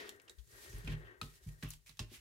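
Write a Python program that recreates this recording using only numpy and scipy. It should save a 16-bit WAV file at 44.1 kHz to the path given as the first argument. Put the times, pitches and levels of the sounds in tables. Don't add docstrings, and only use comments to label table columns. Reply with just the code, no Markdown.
import sys
import numpy as np
from scipy import signal
from scipy.fft import rfft, irfft, next_fast_len
from scipy.io import wavfile
from scipy.ndimage import map_coordinates

SR = 44100
rng = np.random.default_rng(int(sys.argv[2]) if len(sys.argv) > 2 else 0)


def amplitude_ratio(level_db):
    exponent = np.asarray(level_db, float) / 20
    return 10 ** exponent


def unload_wav(signal):
    wavfile.write(
        sys.argv[1],
        SR,
        np.round(np.clip(np.atleast_2d(signal).T, -1, 1) * 32767).astype(np.int16),
    )


N = 97284
LEAD = 64


def unit(x):
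    return x / np.sqrt(np.mean(x ** 2) + 1e-20)


def pan(left_over_right_db):
    return amplitude_ratio(left_over_right_db / 2 * np.array([[1], [-1]]))


def seconds(length):
    return np.arange(length) / SR


def add_at(out, start, sound):
    out[..., start:start + sound.shape[-1]] += sound


def along(points, hz):
    f, value = np.transpose(points)
    return np.interp(np.log(hz + 1), np.log(f + 1), value)


def curves(rows):
    time_s, *columns = np.transpose(rows)
    return [np.interp(np.arange(N) / SR, time_s, column) for column in columns]


def wobble(rate):
    return map_coordinates(rng.standard_normal(N // 20), [np.arange(N) * rate / SR])


def filtered(x, response):
    size = next_fast_len(x.shape[-1] + SR // 4)
    spectrum = rfft(x, size) * response(np.fft.rfftfreq(size, 1 / SR))
    return irfft(spectrum, size)[..., :x.shape[-1]]


def grit(alike, grain_db, rate):
    a, b = rng.standard_normal((2, N))
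    turn = np.arccos(np.clip(alike, -1, 1)) / 2
    shared, apart = np.cos(turn) * a, np.sin(turn) * b
    return amplitude_ratio(grain_db * wobble(rate)) * np.array([shared + apart, shared - apart])


# time_s [s], level_db [dB]
DRAG = [(0, -63.5), (.08, -70), (.12, -78), (.25, -87), (.3, -80), (.36, -94.5), (.47, -97), (.53, -80),
        (.65, -78), (.8, -77.5), (.95, -74.5), (1.1, -79.5), (1.19, -82.5), (1.4, -92), (1.62, -89.5),
        (1.72, -106), (1.78, -105), (2.2, -100)]
# centre_hz [Hz], width_hz [Hz], level_db [dB]
TOOL_MODES = [(403, 55, -8.5), (1579, 35, 2.5), (1862, 21.5, 6), (2400, 73, -19), (3030, 29, -22.5)]
# freq_hz [Hz], level_db [dB per Hz]
TOOL_BROAD = [(200, -9.5), (380, 5), (750, -9.5), (1900, -2.5), (3000, -19), (9000, -31.5)]


def drag():
    lag_s = 0.00031

    def body(f):
        total = 0
        for k, (centre, width, db) in enumerate(TOOL_MODES):
            total = total + (-1) ** k * amplitude_ratio(db) * 1j * f * width / (centre ** 2 - f ** 2 + 1j * f * width)
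        return total

    def lead(f):
        return np.exp(1j * np.pi * f * lag_s * np.array([[1], [-1]]))

    level_db, = curves(DRAG)
    rough = grit(0.78, grain_db=2.0, rate=340)
    sing = unit(filtered(rough, lambda f: body(f) * lead(f)))
    broad = unit(filtered(rough, lambda f: amplitude_ratio(along(TOOL_BROAD, f)) * (f > 150) * lead(f)))
    stroke = amplitude_ratio(level_db + 12 + 1.3 * wobble(22.4))
    return stroke * (sing + amplitude_ratio(1.5) * broad) * pan(7.5)


# time_s [s], level_db [dB], brightness_db [dB]
SLIDE = [(0, -50.5, -15), (.075, -57, -12), (.13, -75, -6), (.26, -101, 12), (.46, -91.5, 14.5),
         (.54, -71.5, 4), (.75, -60.5, -1.5), (.83, -67, -4.5), (.93, -59, -8.5), (.97, -90, 2),
         (1.205, -97, -18), (1.3, -70.5, -0.5), (1.58, -82.5, 8), (1.74, -72, 6.5), (1.8, -91.5, 5.5),
         (2.1, -68.5, -8.5), (2.16, -65.5, 4.5), (2.2, -81, 5)]
# freq_hz [Hz], level_db [dB per Hz]
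PAPER = [(500, -2), (1200, -3.5), (2500, 6), (4000, 4), (6000, -4), (16000, -39)]
# freq_hz [Hz], level_db [dB per Hz]
FIZZ = [(1500, -8.5), (4000, 2.5), (7000, 3.5), (12500, 1), (16000, -5)]


def slide():
    level_db, bright_db = curves(SLIDE)
    body = unit(filtered(grit(0.37, grain_db=-0.5, rate=250), lambda f: amplitude_ratio(along(PAPER, f))))
    fizz = unit(filtered(grit(0.025, grain_db=0.5, rate=350), lambda f: amplitude_ratio(along(FIZZ, f))))
    level_db = level_db + 2.85 * wobble(34.68)
    return amplitude_ratio(level_db - 2.5) * body * pan(-2.4) + amplitude_ratio(level_db + bright_db + 3) * fizz


# freq_hz [Hz], level_db [dB per Hz]
CRACK = [(300, -16.5), (850, -7.5), (1800, -6.5), (3400, -7), (6500, -9.5), (14500, -22.5), (16000, -25)]


def snap(force, hz, treble_db, width, bass_db=0):
    def colour(f):
        treble = treble_db * np.log2(np.clip(f / 3070, 1, 4))
        bass = bass_db * np.log2(np.clip(hz / (f + 1), 1, 8))
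        hump = 1 + 1.32 * np.exp(-(np.log((f + 1) / hz) / width) ** 2)
        return amplitude_ratio(along(CRACK, f) + treble + bass) * hump

    size = np.sqrt(np.mean(colour(np.linspace(0, SR / 2, num=400)) ** 2))
    mid, side = filtered(np.pad(force, ((0, 0), (LEAD, 0))), colour) / size
    return np.array([mid + 0.95 * side, mid - 0.79 * side])


# start_s [s], peak_db [dB], ring_hz [Hz], treble_db [dB], left_right_db [dB]
TAPS = [(0.0927, -31.5, 3110, 5, -3.5), (0.199, -45.5, 2300, -2, 5.5), (.218, -52, 8400, 11, 1),
        (0.2965, -39.5, 7400, 2, -7), (0.729, -45.5, 2310, 3, -7), (0.784, -45, 9800, 17, 1),
        (1.2144, -34.5, 1290, -14, 3), (1.2148, -28.5, 3760, 1.5, 3), (1.2149, -33.5, 2620, -3, -5),
        (1.636, -41, 12900, 13, 9), (1.689, -42, 10000, 23, 5), (1.7045, -37, 10850, 18, 9),
        (1.7058, -32, 5980, 8.5, -6), (1.7359, -37, 3160, 6.5, -2.5), (1.8938, -42, 3890, 3, -13),
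        (1.9931, -24.5, 3800, -2, -5), (1.994, -34, 7400, 0, 7), (1.9951, -36, 3230, -16, -10),
        (1.997, -55, 3800, 5, -17), (0.164, -59, 5960, 12, 0), (0.2803, -48, 2680, -3, 0),
        (0.4745, -56, 7150, 3, -11), (.738, -51, 5500, 1, 2), (0.7, -52, 8000, 10, -0.5),
        (0.8475, -46.5, 3300, 8, 0), (0.8777, -36.5, 2900, -1.5, -7), (.8825, -44.5, 2160, -10, -20),
        (0.919, -51, 3000, -8, 0), (1.2305, -45, 2580, 3, -10), (1.6805, -52, 12000, 15, 0),
        (1.863, -49.5, 2200, 2, 3)]


def taps():
    crack_db, crack_t60_s = -18.5, 0.013
    rattle_db, rattle_t60_s = -22.5, 0.074
    ring_db, ring_cycles = -13.5, 34
    echo_db, echo_s = -22, 0.00054
    out, t = np.zeros((2, N + SR)), seconds(SR // 8)
    click = np.zeros(len(t))
    click[0] = -1
    click[round(echo_s * SR)] = -amplitude_ratio(echo_db)
    fade = amplitude_ratio(crack_db - 60 * t / crack_t60_s) + amplitude_ratio(rattle_db - 60 * t / rattle_t60_s)
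    for s, db, hz, treble_db, pan_db in TAPS:
        force = rng.standard_normal((2, len(t))) * fade + click * [[1.5], [.4]]
        hit = snap(force, hz, treble_db, width=0.23)
        hit[:, LEAD:] += amplitude_ratio(ring_db - 60 * t * hz / ring_cycles) * np.sin(2 * np.pi * hz * t)
        add_at(out, round(s * SR) - LEAD, amplitude_ratio(db) * pan(pan_db) * hit)
    return out[:, :N]


# start_s [s], level_db [dB], pitch_hz [Hz], left_right_db [dB]
RINGS = [
    (1.2138, -36.5, 1285, 12),
    (1.2147, -43, 3900, -3),
    (1.2143, -42, 2510, -9),
    (.2785, -53.5, 2820, -2),
    (.2968, -46, 3830, -6),
    (2.115, -54, 349, 3),
    (1.993, -39, 2713, -3),
    (1.993, -37, 4920, -2),
    (1.629, -47, 1840, 0),
]


def rings():
    out, t = np.zeros((2, N + SR)), seconds(SR // 8)
    for s, db, hz, pan_db in RINGS:
        t60_s = .008 + 36 / hz
        tone = amplitude_ratio(-60 * t / t60_s) * np.sin(2 * np.pi * hz * t) * (1 - np.exp(-t * hz))
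        add_at(out, round(s * SR), -amplitude_ratio(db) * pan(pan_db) * tone)
    return out[:, :N]


# start_s [s], level_db [dB], centre_hz [Hz], treble_db [dB], length_s [s]
SCUFFS = [(0.282, -58, 2740, -2, 0.0063), (.3, -71, 4040, 11, 0.03), (0.3832, -65.5, 3450, 0.5, 0.02),
          (0.8732, -49, 2600, -18, 0.015), (0.891, -58, 2300, -7, 0.021), (.918, -53, 2860, -21, 0.012),
          (0.931, -59, 2600, -12, 0.023), (1.227, -63, 3700, 7, 0.065), (1.468, -67, 2440, 7, 0.04),
          (1.487, -58.5, 2330, 5, 0.007), (1.6248, -50, 1790, -3, 0.017), (1.642, -60.5, 2670, -9, 0.06),
          (1.713, -60, 4400, -3, 0.021), (1.8608, -62, 2400, 4, 0.062), (1.888, -66, 3970, 14, 0.0067),
          (1.97, -63.5, 3180, 4, 0.011), (1.9954, -49, 3530, 1.5, 0.011), (2.0, -59.5, 2780, 0, 0.043),
          (.96, -77, 3340, -5, 0.13), (1.049, -72.5, 2980, -17, 0.077), (0.689, -63, 5940, 8, 0.061),
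          (0.891, -63, 4030, -19, 0.047), (1.643, -60.5, 1170, -5, 0.037),
          (2.135, -61.5, 2530, -3.5, 0.054)]


def scuffs():
    rise_s = 0.001
    out, t = np.zeros((2, N + SR)), seconds(SR // 8)
    grain = amplitude_ratio(2.4 * np.pad(wobble(550), (0, SR)))
    for s, db, hz, treble_db, length_s in SCUFFS:
        start = round(s * SR)
        swell = (1 - np.exp(-t / rise_s)) * np.exp(-(t / length_s) ** 2.03)
        force = swell * grain[start:start + len(t)] * rng.standard_normal((2, len(t)))
        hit = snap(force, hz, treble_db, width=0.23, bass_db=-3)
        add_at(out, start - LEAD, amplitude_ratio(db) * hit)
    return out[:, :N] * pan(-2.6)


# start_s [s], top_db [dB], legs_db [dB], second_over_first_mode_db [dB], knock_db [dB]
PRESSES = [(0.387, -77, -82, -23, -83), (0.521, -62.5, -71, -8, -82), (0.69, -54.5, -67, -37, -72),
           (0.732, -48, -51, -3, -57.5), (0.772, -46.5, -85, -21, -91), (.84, -48.5, -54, 9.5, -85),
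           (0.875, -47.5, -46, -8, -44.5), (.894, -46.5, -72, 12, -49.5), (0.92, -41, -62, 2.5, -54),
           (0.971, -48, -71, -13, -62), (1.039, -54, -70, -28, -79), (1.217, -43.5, -63, 2.5, -49),
           (1.239, -47, -65.5, -3, -55), (1.462, -41.5, -55, 4.5, -64), (1.483, -52, -74, -4, -65.5),
           (1.628, -45.5, -57, 12, -45), (1.646, -51, -60.5, -5, -62), (1.74, -78.5, -63, 11.5, -94),
           (1.888, -65.5, -76, 7.5, -71), (1.996, -39.5, -53.5, -4, -49), (2.019, -40.5, -83, -6, -52),
           (2.113, -61, -78, 2, -58.5)]
# pitch_hz [Hz], level_db [dB], t60_s [s]
TOP_MODES = [(111.7, 4.5, 0.23), (150.2, -1, 0.23)]
# pitch_hz [Hz], level_db [dB], t60_s [s]
LEG_MODES = [(47.26, 16.5, 0.32)]
# pitch_hz [Hz], level_db [dB], t60_s [s]
KNOCK_MODES = [(242.1, 1.5, 0.15), (282.6, -2.5, 0.13), (340.5, -6, 0.14), (378.8, -6, 0.12),
               (444.4, -9.5, 0.135), (610.2, -16, 0.2), (809, -18.5, .2), (1055, -16.5, 0.15)]


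def table():
    out, t = np.zeros(N + SR), seconds(SR // 2)

    def ring(modes):
        return np.array([amplitude_ratio(db - 60 * t / t60) * np.sin(2 * np.pi * hz * t) for hz, db, t60 in modes])

    def soft_start(rise_s):
        return 1 - np.exp(-(t / rise_s) ** 2)

    first, second = ring(TOP_MODES) * soft_start(0.0059)
    legs = ring(LEG_MODES).sum(0) * soft_start(0.0098)
    mat = ring(KNOCK_MODES) * soft_start(0.0025)
    for s, db, legs_db, second_db, knock_db in PRESSES:
        knock = amplitude_ratio(rng.normal(0, 1.52, len(mat))) @ mat
        top = amplitude_ratio(db) * (first + amplitude_ratio(second_db) * second)
        add_at(out, round(s * SR), -(top + amplitude_ratio(legs_db) * legs + amplitude_ratio(knock_db) * knock))
    return out[:N]


# start_s [s], level_db [dB], pitch_hz [Hz], rise_s [s], left_right_db [dB]
LEANS = [(.03, -64, 55, 0.011, 3), (0.299, -67, 59, .015, 0), (.373, -50.5, 57, .022, 21),
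         (0.459, -65.5, 113, .02, 9), (0.609, -58.5, 56, 0.015, 0), (.66, -56, 70, 0.018, 0),
         (1.01, -56, 47.7, .02, 0), (1.17, -63, 56, 0.025, 2), (1.41, -56.5, 57, 0.026, 0.5),
         (1.759, -53.5, 46, 0.028, 4), (2.17, -58.5, 60, .015, -2)]


def leans():
    out, t = np.zeros((2, N + SR)), seconds(SR // 4)
    for s, db, hz, rise_s, pan_db in LEANS:
        swell = (t / rise_s) ** 2 * np.exp(2 - 2 * t / rise_s)
        add_at(out, round(s * SR), amplitude_ratio(db) * pan(pan_db) * swell * np.sin(2 * np.pi * hz * t))
    return out[:, :N]


# freq_hz [Hz], t60_s [s]
ROOM = [(100, 0.41), (12000, 0.14)]


def room(x):
    out, hop = np.zeros((2, N + 2 * SR)), SR // 4
    for start in range(0, N, hop):
        hz, t, z = signal.stft(rng.standard_normal((2, SR // 2)), SR, nperseg=256)
        decay = amplitude_ratio(-60 * t / along(ROOM, hz)[:, None])
        tail = signal.istft(z * decay, SR, nperseg=256)[1]
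        tail = tail / np.linalg.norm(tail[0])
        wet = signal.fftconvolve(x[None, start:start + hop], tail, axes=1)
        add_at(out, start + 150, wet)
    return out[:, :N]


# freq_hz [Hz], level_db [dB per Hz]
FLOOR = [(50, -0.5), (110, 4.5), (300, -27.5), (1500, -49), (3000, -29), (8000, -21.5), (15800, -25)]


def floor():
    return amplitude_ratio(-72) * unit(filtered(grit(.4, grain_db=-3.5, rate=30), lambda f: amplitude_ratio(along(FLOOR, f))))


def scene():
    near = drag() + slide() + taps() + rings() + scuffs()
    thump = table()
    wet = room(amplitude_ratio(-9.5) * near.mean(0) + amplitude_ratio(-16) * thump)
    return near + thump * pan(-.6) + wet + leans() + floor()


def band_limit(x):
    return signal.sosfilt(signal.butter(12, 16120, fs=SR, output="sos"), x)


def record(dry):
    bass_cut_hz, top_hz = 30, 15830
    heard = filtered(dry, lambda f: (1j * f / (bass_cut_hz + 1j * f)) ** 2 * (f < top_hz))
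    return band_limit(heard)


dry = scene()
out = record(dry)
unload_wav(out)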